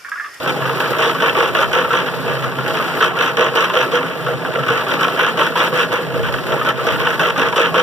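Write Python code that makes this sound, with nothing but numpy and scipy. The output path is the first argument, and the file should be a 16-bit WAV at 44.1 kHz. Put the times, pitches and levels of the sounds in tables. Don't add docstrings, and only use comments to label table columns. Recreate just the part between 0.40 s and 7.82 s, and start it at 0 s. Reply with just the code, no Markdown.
import sys
import numpy as np
from scipy import signal
from scipy.fft import rfft, irfft
from scipy.io import wavfile

SR = 44100
rng = np.random.default_rng(int(sys.argv[2]) if len(sys.argv) > 2 else 0)


def dump(signal):
    limited = np.clip(np.atleast_2d(signal).T, -1, 1)
    pcm = np.round(limited * 32767).astype(np.int16)
    wavfile.write(sys.argv[1], SR, pcm)


N = 327222
TIME_S = np.arange(N) / SR
TEETH_PER_S, FIRST_TOOTH_S, RING_TEETH = 54.91, 0.0015, 110
TEETH_S = np.arange(FIRST_TOOTH_S, N / SR, 1 / TEETH_PER_S)


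def amp(db):
    return 10 ** (np.asarray(db) / 20)


def rms_one(x):
    return x / np.sqrt(np.mean(x ** 2) + 1e-20)


def in_time(rows, t):
    s, *columns = np.transpose(rows)
    return [np.interp(t, s, c) for c in columns]


def at_hz(rows, hz):
    f, *columns = np.transpose(rows)
    return [np.interp(np.log(hz + 1), np.log(f), c) for c in columns]


def drift(rate_hz):
    r = np.exp(-2 * np.pi * rate_hz / SR)
    noise = rng.standard_normal(N + SR)
    return rms_one(signal.lfilter([1], [1, -2 * r, r * r], noise)[SR:])


def pair(alike):
    a, b = rng.standard_normal((2, N))
    alike = np.clip(alike, 0, 1)
    return np.array([a, alike * a + np.sqrt(1 - alike ** 2) * b])


def blows(times_s, level_db, decay_s):
    clicks = np.full(N, 1e-18)
    index = np.clip((np.asarray(times_s) * SR).astype(int), 0, N - 1)
    np.add.at(clicks, index, amp(level_db))
    return signal.lfilter([1], [1, -np.exp(-1 / (decay_s * SR))], clicks)


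def resonate(x, modes, uneven_db, changes_per_s):
    out, power = 0, 0
    step = (TIME_S * changes_per_s).astype(int)
    luck = rng.standard_normal((len(modes), 1000))
    for k, (hz, width_hz, level_db) in enumerate(modes):
        r = np.exp(-np.pi * width_hz / SR)
        gain = amp(level_db) * (1 - r * r) / 2
        poles = [1, -2 * r * np.cos(2 * np.pi * hz / SR), r * r]
        drive = x * amp(uneven_db * luck[k])[step]
        out = out + (-1) ** k * signal.lfilter([gain, 0, -gain], poles, drive)
        power += amp(level_db) ** 2 * np.pi * width_hz / SR
    return out / np.sqrt(power)


def tones(rows, rise_s, glide_per_s=0):
    out, t = np.zeros(N + SR), np.arange(SR // 6) / SR
    for (s, peak_db, hz, fall_s), turn in zip(rows, rng.random(len(rows))):
        shape = (1 - np.exp(-t / rise_s)) * np.exp(-t / max(fall_s, 0.002))
        cycles = hz * t * (1 + glide_per_s / 2 * t) + turn
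        start = int(s * SR)
        out[start:start + len(t)] += amp(peak_db) * shape / shape.max() * np.sin(2 * np.pi * cycles)
    return out[:N]


def gears():
    timing_luck, blow_luck = rng.standard_normal((2, len(TEETH_S)))
    landing_s = TEETH_S + 0.00058 * timing_luck
    tooth = np.clip(np.searchsorted(landing_s, TIME_S) - 1, 0, None)
    knock_db = knock_load(TEETH_S + 0.0047)
    return (shell(landing_s, tooth, knock_db, blow_luck) + tooth_tips(landing_s, knock_db, blow_luck)
            + drum_boom(landing_s, tooth))


# t/s, length/s, relative knock level/dB, relative boom level/dB
SURGES = [(0.085, 0.0012, -10.5, -14.5), (0.235, 0.22, -22.5, -27), (0.397, 0.21, -19, -24.5),
          (0.58, 0.12, -12.5, -13), (0.813, 0.086, -14, -13.5), (0.963, 0.12, -14.5, -12),
          (1.155, 0.083, -12, -14), (1.329, 0.093, -12.5, -14.5), (1.522, 0.079, -13, -14),
          (1.667, 0.0075, -15.5, -30), (1.865, 0.12, -19, -14.5), (2.029, 0.039, -18.5, -19),
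          (2.19, 0.1, -26, -23), (2.238, 0.11, -22, -15), (2.362, 0.01, -13, -28),
          (2.415, 0.26, -19.5, -23), (2.607, 0.072, -12.5, -15), (2.766, 0.092, -18, -19),
          (2.799, 0.093, -12.5, -26), (2.976, 0.1, -13.5, -10.5), (3.161, 0.088, -11, -14),
          (3.303, 0, -15.5, -27), (3.34, 0.094, -11.5, -14), (3.525, 0.049, -12, -17.5),
          (3.58, 0.32, -21.5, -31), (3.877, 0.048, -20, -15.5), (4.056, 0, -24, -15.5),
          (4.138, 0.095, -34, -15.5), (4.273, 0.14, -15.5, -14.5), (4.491, 0.062, -13.5, -13.5),
          (4.59, 0.23, -18, -16), (4.621, 0.021, -12, -22), (4.78, 0.11, -12, -13),
          (4.981, 0.085, -12, -12.5), (5.164, 0.098, -11.5, -15.5), (5.349, 0.083, -11.5, -16),
          (5.527, 0.046, -14, -17.5), (5.74, 0.067, -23, -16), (5.836, 0.046, -18, -26),
          (5.927, 0.064, -21.5, -31), (6.094, 0.11, -18.5, -12.5), (6.258, 0.034, -14, -14),
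          (6.376, 0.11, -22.5, -32), (6.462, 0.074, -14, -13.5), (6.592, 0.15, -15, -17),
          (6.801, 0.086, -12, -12), (6.982, 0.094, -13, -12.5), (7.165, 0.099, -11, -13),
          (7.351, 0.0, -8.5, -11), (7.389, 0, -7, -29)]
TAKE_UP_DB_PER_S = 800


def load(t, column, sag_db_per_s, release_db_per_s, slack_db, hold_share=1):
    rows = np.transpose(SURGES)[:, :, None]
    since_s = t - rows[0]
    hold_s = hold_share * np.maximum(rows[1], 0)
    drop_db = TAKE_UP_DB_PER_S * np.maximum(-since_s, 0)
    drop_db = drop_db + sag_db_per_s * np.clip(since_s, 0, hold_s)
    drop_db = drop_db + release_db_per_s * np.maximum(since_s - hold_s, 0)
    return np.maximum((rows[column] - drop_db).max(axis=0), slack_db)


def knock_load(t):
    return load(t, column=2, sag_db_per_s=13.5, release_db_per_s=374, slack_db=-26)


RATTLES_PER_S, RATTLE_SPREAD_DB = 4000, 3.0


def rattle():
    sizes = amp(RATTLE_SPREAD_DB * np.minimum(rng.exponential(1, N), 5))
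    hits = rng.random(N) < RATTLES_PER_S / SR
    return rms_one(sizes * hits * pair(0.63))


# t/s, relative peak level/dB, f/Hz of the loudest ring
KNOCKS = [(0.0606, -1, 1545), (0.08, -18, 1360), (0.2039, -22, 1210), (0.2157, -1.5, 1143),
          (0.2535, 0.5, 1223), (0.2936, 0, 1264), (0.355, -16, 1290), (0.3707, -2, 1310), (0.403, 4, 1492),
          (0.446, -2, 1230), (0.5317, -1, 1340), (0.552, -13, 1310), (0.589, -18, 1320), (0.622, 0, 1670),
          (0.645, -1, 1190), (0.7487, 0.5, 1130), (0.782, -4, 1490), (0.8007, 1, 1540), (0.8214, -3, 1330),
          (0.839, 3, 1175), (0.8794, 1, 1070), (0.953, 2, 1160), (0.973, 2, 1180), (1.004, 4, 1450),
          (1.027, 4, 1345), (1.1493, 3, 1104), (1.3249, -18, 1300), (1.333, -13, 1360), (1.35, -7, 1100),
          (1.3765, -1, 1330), (1.444, 2, 1350), (1.5058, 3.5, 1335), (1.6125, -3, 1340), (1.664, -6, 1380),
          (1.738, -9, 1380), (1.879, -23, 1340), (1.896, -22, 1330), (1.9113, -6, 1280), (2.0275, -7, 1235),
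          (2.1852, 0.5, 1385), (2.262, -1, 1450), (2.277, -9, 1490), (2.305, -2, 1356), (2.341, -2, 1180),
          (2.3982, 1.5, 1240), (2.428, -6, 1410), (2.6053, -2, 1370), (2.6264, 1, 1276),
          (2.7524, -16, 1250), (2.77, -1, 1420), (2.7886, 3, 1643), (2.802, -4, 1600), (2.97, 1.5, 1170),
          (3.0115, 1.5, 1080), (3.139, -8, 1050), (3.155, -4.5, 960), (3.1714, -21, 980),
          (3.1906, -11, 1010), (3.3308, -7, 1050), (3.363, -2, 1370), (3.5224, -16, 1370),
          (3.6167, -11, 1320), (3.864, -1, 1300), (3.9933, -28, 1380), (4.0485, -2.5, 1606),
          (4.1021, -15, 1470), (4.1385, -27, 1290), (4.151, 0.5, 1370), (4.188, -0.5, 1316),
          (4.2288, 0, 1340), (4.271, -14, 1340), (4.2832, -3, 1250), (4.3025, 2.5, 1380), (4.466, -3, 1170),
          (4.4897, -2, 1450), (4.6087, 4.5, 1325), (4.643, -3, 1450), (4.7615, -4, 1340), (4.794, 3, 1490),
          (4.8493, -14, 1300), (4.9786, -26, 1070), (4.994, 2, 1110), (5.1558, 3, 980), (5.199, -1, 1420),
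          (5.3265, -1, 1120), (5.3767, -20, 1300), (5.5268, -2, 1205), (5.583, -14, 1360),
          (5.742, -8, 1520), (5.8514, -4, 1560), (6.117, -6, 1477), (6.213, 3, 1260), (6.259, 0, 1480),
          (6.2734, 3, 1490), (6.291, 1, 1305), (6.3924, -4, 1190), (6.47, -8, 1330), (6.4875, -1, 1180),
          (6.598, -13, 1140), (6.668, 3, 1490), (6.794, 3.5, 1550), (6.9605, 1, 1214), (7.0164, -5, 1600),
          (7.0612, 0.5, 1144), (7.1266, 1.5, 970), (7.1611, -19, 1290), (7.1782, -2, 1290),
          (7.2795, -18, 1330), (7.343, 6, 1116), (7.3803, 4, 1510)]
# f/Hz, width/Hz, relative level/dB
SHELL = [(919, 48, -3.5), (1043.4, 34, -2.5), (1129, 109, -0.5), (1218, 131, -3.5), (1318, 55.5, 5.5),
         (1364, 163, 1), (1475, 83, 2.5), (1672, 62, -2), (1791, 56, -2.5), (1970, 267, -7.5),
         (2370, 218, -6), (2656, 41, -2.5), (2827, 343, -10), (3135, 80, -6), (3270, 154, -11.5),
         (3774, 1020, -22), (4570, 1150, -30.5), (6080, 460, -30)]


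def shell(landing_s, tooth, knock_db, blow_luck):
    blow_db = knock_db + 0.48 * blow_luck
    force = blows(landing_s, blow_db - 7.0, 0.012) + blows(landing_s, blow_db - 3.5, 0.0013)
    force = force + amp(knock_db - 5.0)[tooth]
    s, peak_db, _ = np.transpose(KNOCKS)
    hard = blows(s, peak_db - 20.5, 0.012)
    chatter = (force * amp(0.54 * drift(100)) + hard) * rattle()
    edge = signal.sosfilt(signal.butter(2, 2200, "high", fs=SR, output="sos"), chatter)
    chatter = chatter + edge * (amp(0.7 * (knock_db + 14.5)) - 1)[tooth]
    crack = blows(s, peak_db - 6, 0.00005) * [[1], [0.8]]
    return resonate(chatter, SHELL, 1.27, TEETH_PER_S) + resonate(crack, SHELL, 2.5, TEETH_PER_S)


def rings():
    ring_db, rise_s, fall_s = -15, 0.00019, 0.012
    rows = [(s, db + ring_db, hz, fall_s) for s, db, hz in KNOCKS]
    return tones(rows, rise_s) * [[0.7], [0.5]]


# f/Hz, width/Hz, relative level/dB
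TICK = [(5280, 930, -13.5), (6060, 290, 15), (7300, 1200, -17)]


def tooth_tips(landing_s, knock_db, blow_luck):
    tick_at_minus_12_db, db_per_knock_db, decay_s = -41, 1.5, 0.0037
    tick_db = tick_at_minus_12_db + db_per_knock_db * (knock_db + 12) + 2.0 * blow_luck
    tick = blows(landing_s, tick_db, decay_s) * pair(0.45)
    return resonate(tick, TICK, 5.2, TEETH_PER_S)


# f/Hz, width/Hz, relative level/dB
STEADIER_BOOM = [(317, 85, -12.5), (374.6, 47, -6.5), (466, 18.4, 2.5), (555.7, 30, -7.5), (634, 23.3, -4),
                 (833, 11, -9.5)]
# f/Hz, width/Hz, relative level/dB
VARYING_BOOM = [(465.5, 17.5, -1), (498, 21.5, 8), (524, 20.3, 4), (398.5, 10, -1.5)]
# tooth number, relative level/dB
RUNOUT = [(0, -2), (30, -7), (55, -6), (70, -3.5), (86, -1.5), (92, -4.5), (110, -4.5)]
BOOM_LOAD_AHEAD_S, BOOM_HOLD_SHARE = 0.0072, 0.58


def drum_boom(landing_s, tooth):
    boom_db = load(TEETH_S + BOOM_LOAD_AHEAD_S, column=3, sag_db_per_s=27, release_db_per_s=126,
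                   slack_db=-22, hold_share=BOOM_HOLD_SHARE)
    push_db = boom_db - 0.6 + 1.0 * rng.standard_normal(len(TEETH_S))
    push = blows(landing_s + 0.0025, push_db, 0.0076)
    runout_db, = in_time(RUNOUT, np.arange(len(TEETH_S)) % RING_TEETH)
    varying_push = push * amp(runout_db)[tooth]
    steadier = resonate(push * pair(0.78), STEADIER_BOOM, 1.9, TEETH_PER_S / 2)
    return steadier + resonate(varying_push * pair(0.51), VARYING_BOOM, 1.8, TEETH_PER_S / 2)


# t/s, relative peak
# level/dB, f/Hz, fall/s
THUDS = [(0.248, -17, 502, 0.016), (0.301, -16, 466, 0.019), (0.491, -16, 499, 0.022),
         (0.664, -9, 466, 0.021), (0.954, -26, 490, 0.033), (1.011, -14, 516, 0.012),
         (1.104, -19, 436, 0.017), (1.191, -12.5, 552, 0.016), (1.36, -11, 507, 0.035),
         (1.53, -10.5, 497, 0.04), (1.893, -17, 478, 0.016), (1.953, -32, 474, 0.021),
         (2.373, -18, 440, 0.022), (2.613, -12, 450, 0.016), (2.67, -17, 480, 0.017),
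         (2.796, -13, 471, 0.035), (2.974, -14, 453, 0.029), (3.032, -13, 458, 0.027),
         (3.158, -12.5, 460, 0.038), (3.365, -9, 503, 0.026), (3.532, -6.5, 488.6, 0.046),
         (3.936, -17, 482, 0.017), (4.234, -19, 464, 0.022), (4.307, -11.5, 473, 0.024),
         (5.0, -12, 576, 0.015), (5.323, -12.5, 498.4, 0.075), (5.531, -9, 494, 0.028),
         (5.584, -20, 470, 0.078), (5.893, -20, 565, 0.02), (6.123, -22, 514, 0.017),
         (6.621, -16, 489, 0.02), (6.675, -15, 461, 0.038), (6.802, -31, 490, 0.013),
         (7.057, -19, 467, 0.024), (7.217, -27, 457, 0.018), (7.365, -9, 503, 0.042)]


def thuds():
    return tones(THUDS, 0.0033) * [[0.7], [0.6]]


# t/s, relative peak level/dB, f/Hz
JOLTS = [(0.212, -16, 133), (0.41, -25, 143), (1.285, -35, 162), (1.542, -23, 182), (1.664, -35, 139),
         (2.03, -20, 139), (2.167, -17, 123), (3.844, -16, 134), (3.938, -12, 140), (4.192, -35, 140),
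         (4.29, -24, 151), (5.322, -18, 153), (5.635, -19, 149), (5.924, -29, 143), (6.121, -13, 145),
         (6.625, -16, 147), (6.794, -15, 165), (7.227, -24.5, 231)]


def jolts():
    rise_s, fall_s, mid_lag_s = 0.0091, 0.024, 0.0024
    jolt = tones([(*row, fall_s) for row in JOLTS], rise_s)
    late = np.roll(jolt, round(mid_lag_s * SR))
    return np.array([0.31 * late, 0.38 * jolt])


# t/s, relative level/dB
STAND_SHAKE = [(0.0, -39), (0.18, -34), (1.38, -40.5), (2.07, -30.5), (2.11, -46), (2.19, -28), (2.29, -39),
               (3.78, -42.5), (3.86, -32), (4.09, -38.5), (4.19, -32), (5.08, -45), (5.85, -34.5),
               (7.42, -45)]
# f/Hz, width/Hz, relative level/dB
STAND = [(110, 15, -15.5), (134.4, 7.6, 3.5), (153, 6.2, -10)]
# f/Hz, width/Hz, relative level/dB
FRAME = [(171.1, 18.2, -4), (223.5, 8.5, -3), (263.4, 9.8, -1)]


def hum():
    stand_db, = in_time(STAND_SHAKE, TIME_S)
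    cover_db = -33.5 + 1.86 * drift(10.7)
    line = amp(-5.5 + 2.0 * drift(0.24)) * np.sin(2 * np.pi * 3 * TEETH_PER_S * TIME_S)
    stand = amp(stand_db) * resonate(pair(0.81), STAND, 0.82, 11.0)
    cover = amp(cover_db) * (resonate(pair(0.1), FRAME, 0.082, 39.0) + line)
    mid, side = stand + cover
    return np.array([np.roll(mid, round(0.0018 * SR)), side])


# t/s, relative level/dB
WATER = [(0.0, -44.5), (1.86, -47.5), (2.11, -50), (2.62, -41.5), (2.73, -57), (2.85, -42.5), (2.91, -52),
         (3.39, -48), (3.93, -52.5), (4.51, -46), (5.13, -49), (5.21, -44), (5.68, -51), (6.28, -46.5),
         (6.34, -60), (6.45, -45), (7.05, -50), (7.42, -49.5)]
# f/Hz, relative density/dB per Hz
SPRAY = [(300, 31.5), (1000, 16), (2000, 14.5), (4000, 4), (5000, 16.5), (7000, -16.5), (10000, -4.5),
         (14000, -2), (16000, -72)]
# t/s, relative peak level/dB
SPLASHES = [(0.0298, -13), (0.079, -29), (0.4, -6), (0.505, -4), (0.821, -35), (0.838, -35), (0.8759, -24),
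            (0.929, -13), (1.1488, -24), (1.661, -43), (2.278, -6), (2.386, -32), (2.767, -11),
            (2.8045, -36), (2.9682, -18), (3.1514, -6), (4.52, -17), (4.746, -14), (4.789, -31),
            (4.9911, -28), (5.1921, -37), (5.5255, -2), (5.924, -7), (6.068, -9), (6.287, -5), (6.439, -20),
            (6.793, -11), (7.013, -18), (7.3404, -23)]
SPRAY_FOLLOWS = 0.12
TOOTH_SPRAY_DB, TOOTH_SPRAY_S = -35, 0.007


def water():
    coarse_s = np.arange(0, N / SR, 0.005)
    shaken_db = np.interp(TIME_S, coarse_s, knock_load(coarse_s))
    level_db = in_time(WATER, TIME_S)[0] + SPRAY_FOLLOWS * (shaken_db - shaken_db.mean())
    grain_db = 1.0 * drift(270) + 1.5 * drift(26)
    s, peak_db = np.transpose(SPLASHES)
    splash = blows(s, peak_db - 32.0, 0.0086)
    shed_db = knock_load(TEETH_S + 0.011) + TOOTH_SPRAY_DB + 3 * rng.standard_normal(len(TEETH_S))
    splash = splash + blows(TEETH_S, shed_db, TOOTH_SPRAY_S)
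    steady = amp(-57.5)
    out, edges_hz = 0, np.geomspace(300, 17000, 11)
    for low, high in zip(edges_hz, edges_hz[1:]):
        colour_db, = at_hz(SPRAY, np.sqrt(low * high))
        clumps = amp(level_db + 2.0 * drift(60) + 0.83 * drift(5.5) + grain_db)
        drops = (clumps + steady + splash) * pair(0.4)
        band = signal.sosfilt(signal.butter(2, [low, high], "band", fs=SR, output="sos"), drops)
        out = out + amp(colour_db + 5.0) * band
    return out


GURGLES, GURGLE_CYCLES, GURGLE_RISE_PER_S = 260, 6.6, 5.0
GURGLE_LOW_HZ, GURGLE_HIGH_HZ = 297.5, 2232


def gurgle():
    when, size, luck = rng.random((GURGLES, 3)).T
    hz = GURGLE_LOW_HZ * (GURGLE_HIGH_HZ / GURGLE_LOW_HZ) ** size
    rows = np.transpose([when * N / SR, -32.5 + 9 * luck, hz, GURGLE_CYCLES / hz])
    return tones(rows, 0.00077, GURGLE_RISE_PER_S) * [[1], [0.7]]


# t/s, relative level/dB
WIND = [(0, -50), (.7, -39), (1.3, -26), (1.6, -37), (1.9, -26), (3, -37), (3.4, -44), (3.7, -43),
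        (4.3, -45), (5, -35), (5.6, -47), (5.8, -17), (6.1, -26), (6.3, -32), (6.6, -22), (6.8, -33),
        (7.05, -26), (7.42, -45)]


def wind():
    level_db, = in_time(WIND, TIME_S)
    low = signal.sosfilt(signal.butter(2, [55, 170], "band", fs=SR, output="sos"), pair(0.13))
    return amp([[-26], [0]]) * amp(level_db + 0.82 * drift(8.5)) * rms_one(low)


def scene():
    return gears() + rings() + thuds() + jolts() + hum() + water() + gurgle() + wind()


# f/Hz, share of the inverted late copy/0-1, side gain/dB, left over right/dB
MATRIX = [(147, 0, -3, -2), (446, 0.67, -15.5, 0), (685, 0.66, -10, -2), (1000, 1, -12.5, 0),
          (1550, 0.4, -5, 3), (2110, 0.76, -4, 2.5), (3180, 0.7, 0, 1.5), (4430, 0.79, 0.5, 1),
          (8700, 0.56, -1.5, 4), (10800, 0, 1, 6), (16000, 0.1, -2, 3.5)]
MATRIX_LAG_S, CUTOFF_HZ = 0.0004512, 15650


def record(dry):
    size = 2 ** 19
    hz = np.fft.rfftfreq(size, 1 / SR)
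    share, side_db, balance_db = at_hz(MATRIX, hz)
    balance_db = balance_db * np.clip(hz / 200, 0, 1) ** 2
    late = np.clip(share, 0, 1) * np.exp(-2j * np.pi * hz * MATRIX_LAG_S)
    front, across = rfft(dry, size) / np.sqrt(1 + abs(late) ** 2)
    mid = front * (1 - late)
    side = -across * (1 + late) * amp(side_db)
    left, right = (mid + side) * amp(balance_db / 2), (mid - side) * amp(-balance_db / 2)
    left_right = irfft([left, right])[:, :N]
    rounded = 1.21 * np.tanh(left_right / 1.198)
    low_cut = signal.sosfilt(signal.butter(2, 60, "high", fs=SR, output="sos"), rounded)
    return signal.sosfilt(signal.cheby2(24, 70, CUTOFF_HZ, fs=SR, output="sos"), low_cut)


dry = scene()
out = record(dry)
dump(out)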